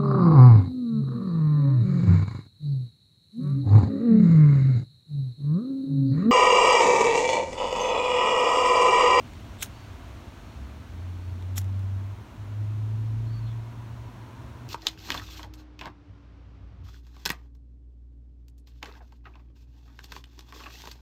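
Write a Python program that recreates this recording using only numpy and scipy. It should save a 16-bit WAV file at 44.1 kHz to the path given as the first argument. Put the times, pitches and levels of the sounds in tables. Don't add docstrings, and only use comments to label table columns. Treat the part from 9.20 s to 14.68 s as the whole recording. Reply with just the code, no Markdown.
import sys
import numpy as np
from scipy import signal
from scipy.fft import rfft, irfft, next_fast_len
from scipy.io import wavfile

SR = 44100
rng = np.random.default_rng(int(sys.argv[2]) if len(sys.argv) > 2 else 0)


def to_wav(sig):
    pcm = np.clip(np.atleast_2d(sig), -1, 1) * 32767
    pcm = np.round(pcm).astype(np.int16)
    wavfile.write(sys.argv[1], SR, pcm.T)


N = 241823
TIME = np.arange(N) / SR

# (frequency [Hz], relative density [dB])
WIND_SPECTRUM = [(24, -40), (33, -35), (45, -1), (60, -2), (80, 1), (110, 2.5), (160, -13), (235, -7.5),
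                 (330, -15), (480, -23.5), (800, -39)]
TRAFFIC_SPECTRUM = [(200, -9), (310, -2), (480, -10), (650, -3.5), (770, -7), (920, -5), (1100, -6.5),
                    (1500, -9.5), (2200, -18), (3200, -34)]
HISS_SPECTRUM = [(1200, -19), (2000, -2.5), (2600, -1.5), (3300, -3.5), (4350, -6.5), (4850, -12.5),
                 (5400, -9.5), (6650, -11), (8200, -18), (9350, -17), (10400, -27.5), (11500, -22.5),
                 (15800, -22)]
# (time [s], relative level [dB])
TRAFFIC_SWELL = [(0.0, -54), (0.69, -52.5), (2.14, -55), (3.4, -54), (3.97, -55.5), (4.49, -54),
                 (5.48, -53)]
# (start [s], end [s], start pitch [Hz], end pitch [Hz], level [dB], hoarseness [Hz])
BIRD_CALLS = [(.48, .69, 4520, 4520, -67, 80), (1.22, 1.42, 4370, 4200, -71, 55),
              (1.74, 1.87, 4400, 4430, -73, 50), (1.98, 2.15, 4420, 4410, -73, 70),
              (4.06, 4.13, 4150, 4430, -65, 60), (4.09, 4.22, 4450, 4440, -60, 70),
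              (4.2, 4.32, 4300, 4140, -65, 50), (4.24, 4.36, 3660, 3300, -60, 250)]
# (time [s], firing rate [Hz])
ENGINE_REVS = [(1.2, 57), (1.42, 64.5), (1.84, 89.6), (2.2, 90.1), (2.38, 94.8), (2.75, 96.8), (4.0, 111.6),
               (5.48, 120)]
# (time [s], relative level [dB])
ENGINE_SWELL = [(1.2, -54), (1.4, -42.5), (1.69, -48.0), (1.8, -34.5), (2.21, -34.5), (2.36, -29.1),
                (2.75, -28), (2.91, -34.5), (3.08, -55), (3.15, -40.5), (3.42, -29.5), (4.02, -27.8),
                (4.37, -32.5), (4.44, -39), (4.76, -38), (4.93, -49.7), (5.31, -48.5), (5.46, -38.5)]
# (multiple of firing rate, relative level [dB])
EXHAUST_PARTIALS = [(.45, -35), (0.751, -32), (1, .5), (1.249, -25), (1.67, -34), (2, -33.5), (2.25, -32)]
# (frequency [Hz], half width [Hz], boost [dB])
EXHAUST_BOOMS = [(50.5, 2, 19), (191.2, 2.4, 12), (215.4, 2.5, 8.5)]
# (frequency [Hz], width [Hz], gain [dB])
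BODY_MODES = [(820, 220, -3.5), (1440, 280, -3), (2020, 420, -0.5), (3080, 560, -6)]
WHEEL_MODES = [(3300, 190, -2.5), (3630, 290, 7), (5180, 230, -4), (7650, 180, 7.5), (10100, 200, -12),
               (11800, 300, -5)]
# (frequency [Hz], width [Hz], gain [dB])
FIRST_HOOD_MODES = [(1480, 110, -3), (2340, 180, -11), (3100, 340, -6), (3900, 250, 2), (5500, 130, 4),
                    (6270, 120, -1), (6950, 130, 1), (8330, 150, 2), (9430, 150, 5), (10300, 200, -8),
                    (11100, 150, -10), (12800, 160, -1), (15600, 120, -6)]
SECOND_HOOD_MODES = [(1870, 160, -10), (3230, 230, -3), (5350, 90, 2), (5700, 90, 1), (6500, 100, -1),
                     (6970, 160, 1), (7300, 180, -1), (7850, 80, -5), (9540, 100, -2), (10100, 110, 5),
                     (12000, 100, -8), (12800, 225, 4), (13800, 400, -8)]
# (frequency [Hz], relative gain [dB])
FIRST_GRIP_COLOUR = [(500, -10), (1400, 3), (3200, 2.5), (4800, -3.5), (6700, 5.5), (8700, -1), (11000, -1),
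                     (15800, 1.5)]
SECOND_GRIP_COLOUR = [(500, -2), (1800, -3), (3200, -3.5), (4800, -3.5), (6800, 1.5), (8800, -5),
                      (13000, -3), (15800, -7)]
# (time [s], relative level [dB], hardness as a low-pass cutoff [Hz])
HANDLING_TICKS = [(.135, -34.5, 3000), (.2035, -48, 12000), (.408, -31, 4500), (.4445, -30, 7000),
                  (.4598, -34, 9000), (2.2247, -40.5, 5000), (2.386, -32, 9000), (2.4115, -45, 12000),
                  (2.4157, -36, 9000), (2.444, -44, 9000), (2.5934, -46, 15000)]
# (time [s], relative level [dB])
LEVER_KNOCKS = [(.4253, -22), (2.3788, -24.5)]
# (start [s], end [s], final level [dB], swell [dB])
WHEEL_GRINDS = [(.386, 0.425, -39, 22), (2.358, 2.375, -44, 7)]
# (slip time [s], spin length [s], spin level [dB], drag length [s], drag level [dB], slowing [dB/s])
WHEEL_TURNS = [(.4263, 0.0038, -29, 0.021, -37.5, 620), (2.3807, 0.00072, -32.5, 0.03, -35.8, 950)]

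WIND_DB = -43.6
HISS_DB, HISS_EARLY_DB, HISS_SETTLES_S = -61.5, 4.5, 1.67
RUMBLE_DB, RUMBLE_HOLD_S = -47.5, 1.5
WHINE_DB, WHINE_HOLD_S = -65, 1.34
DIE_AWAY_DB_PER_S = 27
CAR_NEAREST_S, CAR_PASS_S, CAR_DB = 5.12, 0.57, -57
SPIN_ATTACK_S, SPIN_RELEASE_DB_PER_S = 0.0014, 3000
ECHO_TAIL_DB, ECHO_TAIL_DB_PER_S = -59, 259
MIC_HISS_DB, CUTOFF_HZ = -71.5, 15800


def from_db(db):
    return 10 ** (np.asarray(db) / 20)


def unit_rms(x):
    return x / np.sqrt(np.mean(x ** 2) + 1e-20)


def curve(points):
    return np.interp(TIME, *np.transpose(points))


def held(db, until_s, fall_db_per_s):
    return from_db(db - fall_db_per_s * np.maximum(TIME - until_s, 0))


def drift(rate_hz):
    step, run_in = 40, 2000
    pole = np.exp(-2 * np.pi * rate_hz * step / SR)
    noise = rng.standard_normal(N // step + run_in + 2)
    slow = signal.lfilter([1], [1, -2 * pole, pole * pole], noise)[run_in:]
    return np.interp(np.arange(N) / step, np.arange(len(slow)), unit_rms(slow))


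def coloured(x, spectrum):
    hz, db = np.transpose(spectrum)
    size = next_fast_len(N)
    bins_hz = np.maximum(np.arange(size // 2 + 1) * SR / size, 1)
    skirts = np.minimum(bins_hz / hz[0], 1) ** 2 * np.minimum(hz[-1] / bins_hz, 1) ** 2
    gain = from_db(np.interp(np.log(bins_hz), np.log(hz), db))
    return unit_rms(irfft(rfft(x, size) * skirts * gain, size)[:N])


def resonance(x, hz, width_hz):
    r = np.exp(-np.pi * width_hz / SR)
    feedback = [1, -2 * r * np.cos(2 * np.pi * hz / SR), r * r]
    return signal.lfilter(np.array([1, 0, -1]) * (1 - r * r) / 2, feedback, x + 1e-18)


def ringing(x, modes):
    return sum(from_db(db) * resonance(x, hz, width) for hz, width, db in modes)


def clicks(events):
    impulses = np.zeros(N)
    for time_s, db in events:
        impulses[round(time_s * SR)] += from_db(db)
    return impulses


def cracks(per_s, spread_db):
    size = from_db(spread_db * rng.uniform(-1, 1, N))
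    sign = np.sign(rng.standard_normal(N))
    return (rng.random(N) < per_s / SR) * sign * size


def air_noise(spectrum, gain_db):
    return coloured(rng.standard_normal(N), spectrum) * from_db(gain_db)


def singing_band(hz, width_hz):
    band = resonance(rng.standard_normal(N), hz, width_hz)
    return unit_rms(resonance(band, hz, width_hz))


def open_air(gust_db, gust_rate_hz):
    wind = from_db(gust_db * drift(gust_rate_hz)) * air_noise(WIND_SPECTRUM, WIND_DB)
    traffic = from_db(curve(TRAFFIC_SWELL)) * air_noise(TRAFFIC_SPECTRUM, gain_db=0.5)
    hiss_db = HISS_DB + HISS_EARLY_DB * np.exp(-(TIME / HISS_SETTLES_S) ** 2)
    return wind + traffic + air_noise(HISS_SPECTRUM, hiss_db)


def far_road():
    rumble = held(RUMBLE_DB, RUMBLE_HOLD_S, DIE_AWAY_DB_PER_S) * singing_band(hz=59.7, width_hz=32)
    whine = held(WHINE_DB, WHINE_HOLD_S, DIE_AWAY_DB_PER_S) * singing_band(hz=685.6, width_hz=23)
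    relative_distance = np.hypot(1, (TIME - CAR_NEAREST_S) / CAR_PASS_S)
    tyres = from_db(CAR_DB) / relative_distance * singing_band(hz=970, width_hz=150)
    return rumble + whine + tyres


def far_birds():
    calls = np.zeros(N)
    for start, end, start_hz, end_hz, db, blur_hz in BIRD_CALLS:
        phase = 2 * np.pi * np.cumsum(curve([(start, start_hz), (end, end_hz)])) / SR
        swell = np.sin(np.pi * np.clip((TIME - start) / (end - start), 0, 1))
        whistle = drift(blur_hz) * np.cos(phase) + drift(blur_hz) * np.sin(phase)
        calls += from_db(db) * swell * whistle
    return calls


def distant_engine(waver, flutter_db, gain_db):
    firing_hz = curve(ENGINE_REVS)
    phase = 2 * np.pi * np.cumsum(firing_hz * (1 + waver * drift(rate_hz=16.5))) / SR
    drone = np.zeros(N)
    for multiple, db in EXHAUST_PARTIALS:
        boom_db = sum(boost_db / (1 + ((multiple * firing_hz - hz) / half_width) ** 2)
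                      for hz, half_width, boost_db in EXHAUST_BOOMS)
        drone += from_db(db + boom_db + flutter_db * drift(rate_hz=9.9)) * np.sin(multiple * phase)
    fade_in = np.clip((TIME - ENGINE_REVS[0][0]) / 0.062, 0, 1)
    return np.sqrt(2) * from_db(curve(ENGINE_SWELL) + gain_db) * drone * fade_in


def handling_ticks(decay_s, wheel_db, body_db, direct_db):
    pole = np.exp(-1 / (decay_s * SR))
    contact = np.zeros(N)
    for time_s, db, hardness_hz in HANDLING_TICKS:
        decay = signal.lfilter([1], [1, -pole], clicks([(time_s, db)]) + 1e-18)
        grit = decay * rng.standard_normal(N)
        contact += signal.lfilter(*signal.butter(1, hardness_hz, fs=SR), grit)
    wheel = from_db(wheel_db) * ringing(contact, WHEEL_MODES)
    body = from_db(body_db) * ringing(contact, BODY_MODES)
    return wheel + body + from_db(direct_db) * contact


def gas_lever(gain_db):
    return from_db(gain_db) * ringing(clicks(LEVER_KNOCKS), BODY_MODES)


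def wheel_grind(slips_per_s, spread_db):
    level = np.zeros(N)
    for start, end, db, swell_db in WHEEL_GRINDS:
        creeping = (TIME >= start) & (TIME <= end)
        level += creeping * from_db(curve([(start, db - swell_db), (end, db)]))
    return level * unit_rms(ringing(cracks(slips_per_s, spread_db), WHEEL_MODES))


def turn_envelope(slip_s, spin_s, spin_db, drag_s, drag_db, slowing_db_per_s):
    pressing = np.clip(1 + (TIME - slip_s) / drag_s, 0, 1) ** 2
    slipping = np.clip(1 + (TIME - slip_s) / SPIN_ATTACK_S, 0, 1)
    stop_s = slip_s + spin_s
    spin = held(spin_db, stop_s, SPIN_RELEASE_DB_PER_S)
    echo_tail = held(ECHO_TAIL_DB, stop_s, ECHO_TAIL_DB_PER_S)
    return pressing * held(drag_db, stop_s, slowing_db_per_s) + slipping * (spin + echo_tail)


def flint_rasp(turn, hood_modes, grip_colour, chips_per_s, spread_db, direct_db):
    chips = cracks(chips_per_s, spread_db)
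    rasp = ringing(chips, hood_modes) + from_db(direct_db) * chips
    return coloured(rasp, grip_colour) * turn_envelope(*turn)


def scene():
    first = flint_rasp(WHEEL_TURNS[0], FIRST_HOOD_MODES, FIRST_GRIP_COLOUR,
                       chips_per_s=16000, spread_db=3, direct_db=-4.0)
    second = flint_rasp(WHEEL_TURNS[1], SECOND_HOOD_MODES, SECOND_GRIP_COLOUR,
                        chips_per_s=14000, spread_db=8, direct_db=-6.0)
    lighter = first + second + wheel_grind(slips_per_s=4900, spread_db=11) + gas_lever(gain_db=23.0)
    handling = handling_ticks(decay_s=0.0017, wheel_db=-14.0, body_db=-1.5, direct_db=-6.0)
    far = distant_engine(waver=0.0025, flutter_db=-0.3, gain_db=-0.5) + far_road() + far_birds()
    return (lighter + handling + far + open_air(gust_db=0.5, gust_rate_hz=2.9))[None]


def record(dry):
    heard = dry + from_db(MIC_HISS_DB) * rng.standard_normal(dry.shape)
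    return signal.sosfilt(signal.ellip(12, .1, 80, CUTOFF_HZ, fs=SR, output="sos"), heard)


dry = scene()
out = record(dry)
to_wav(out)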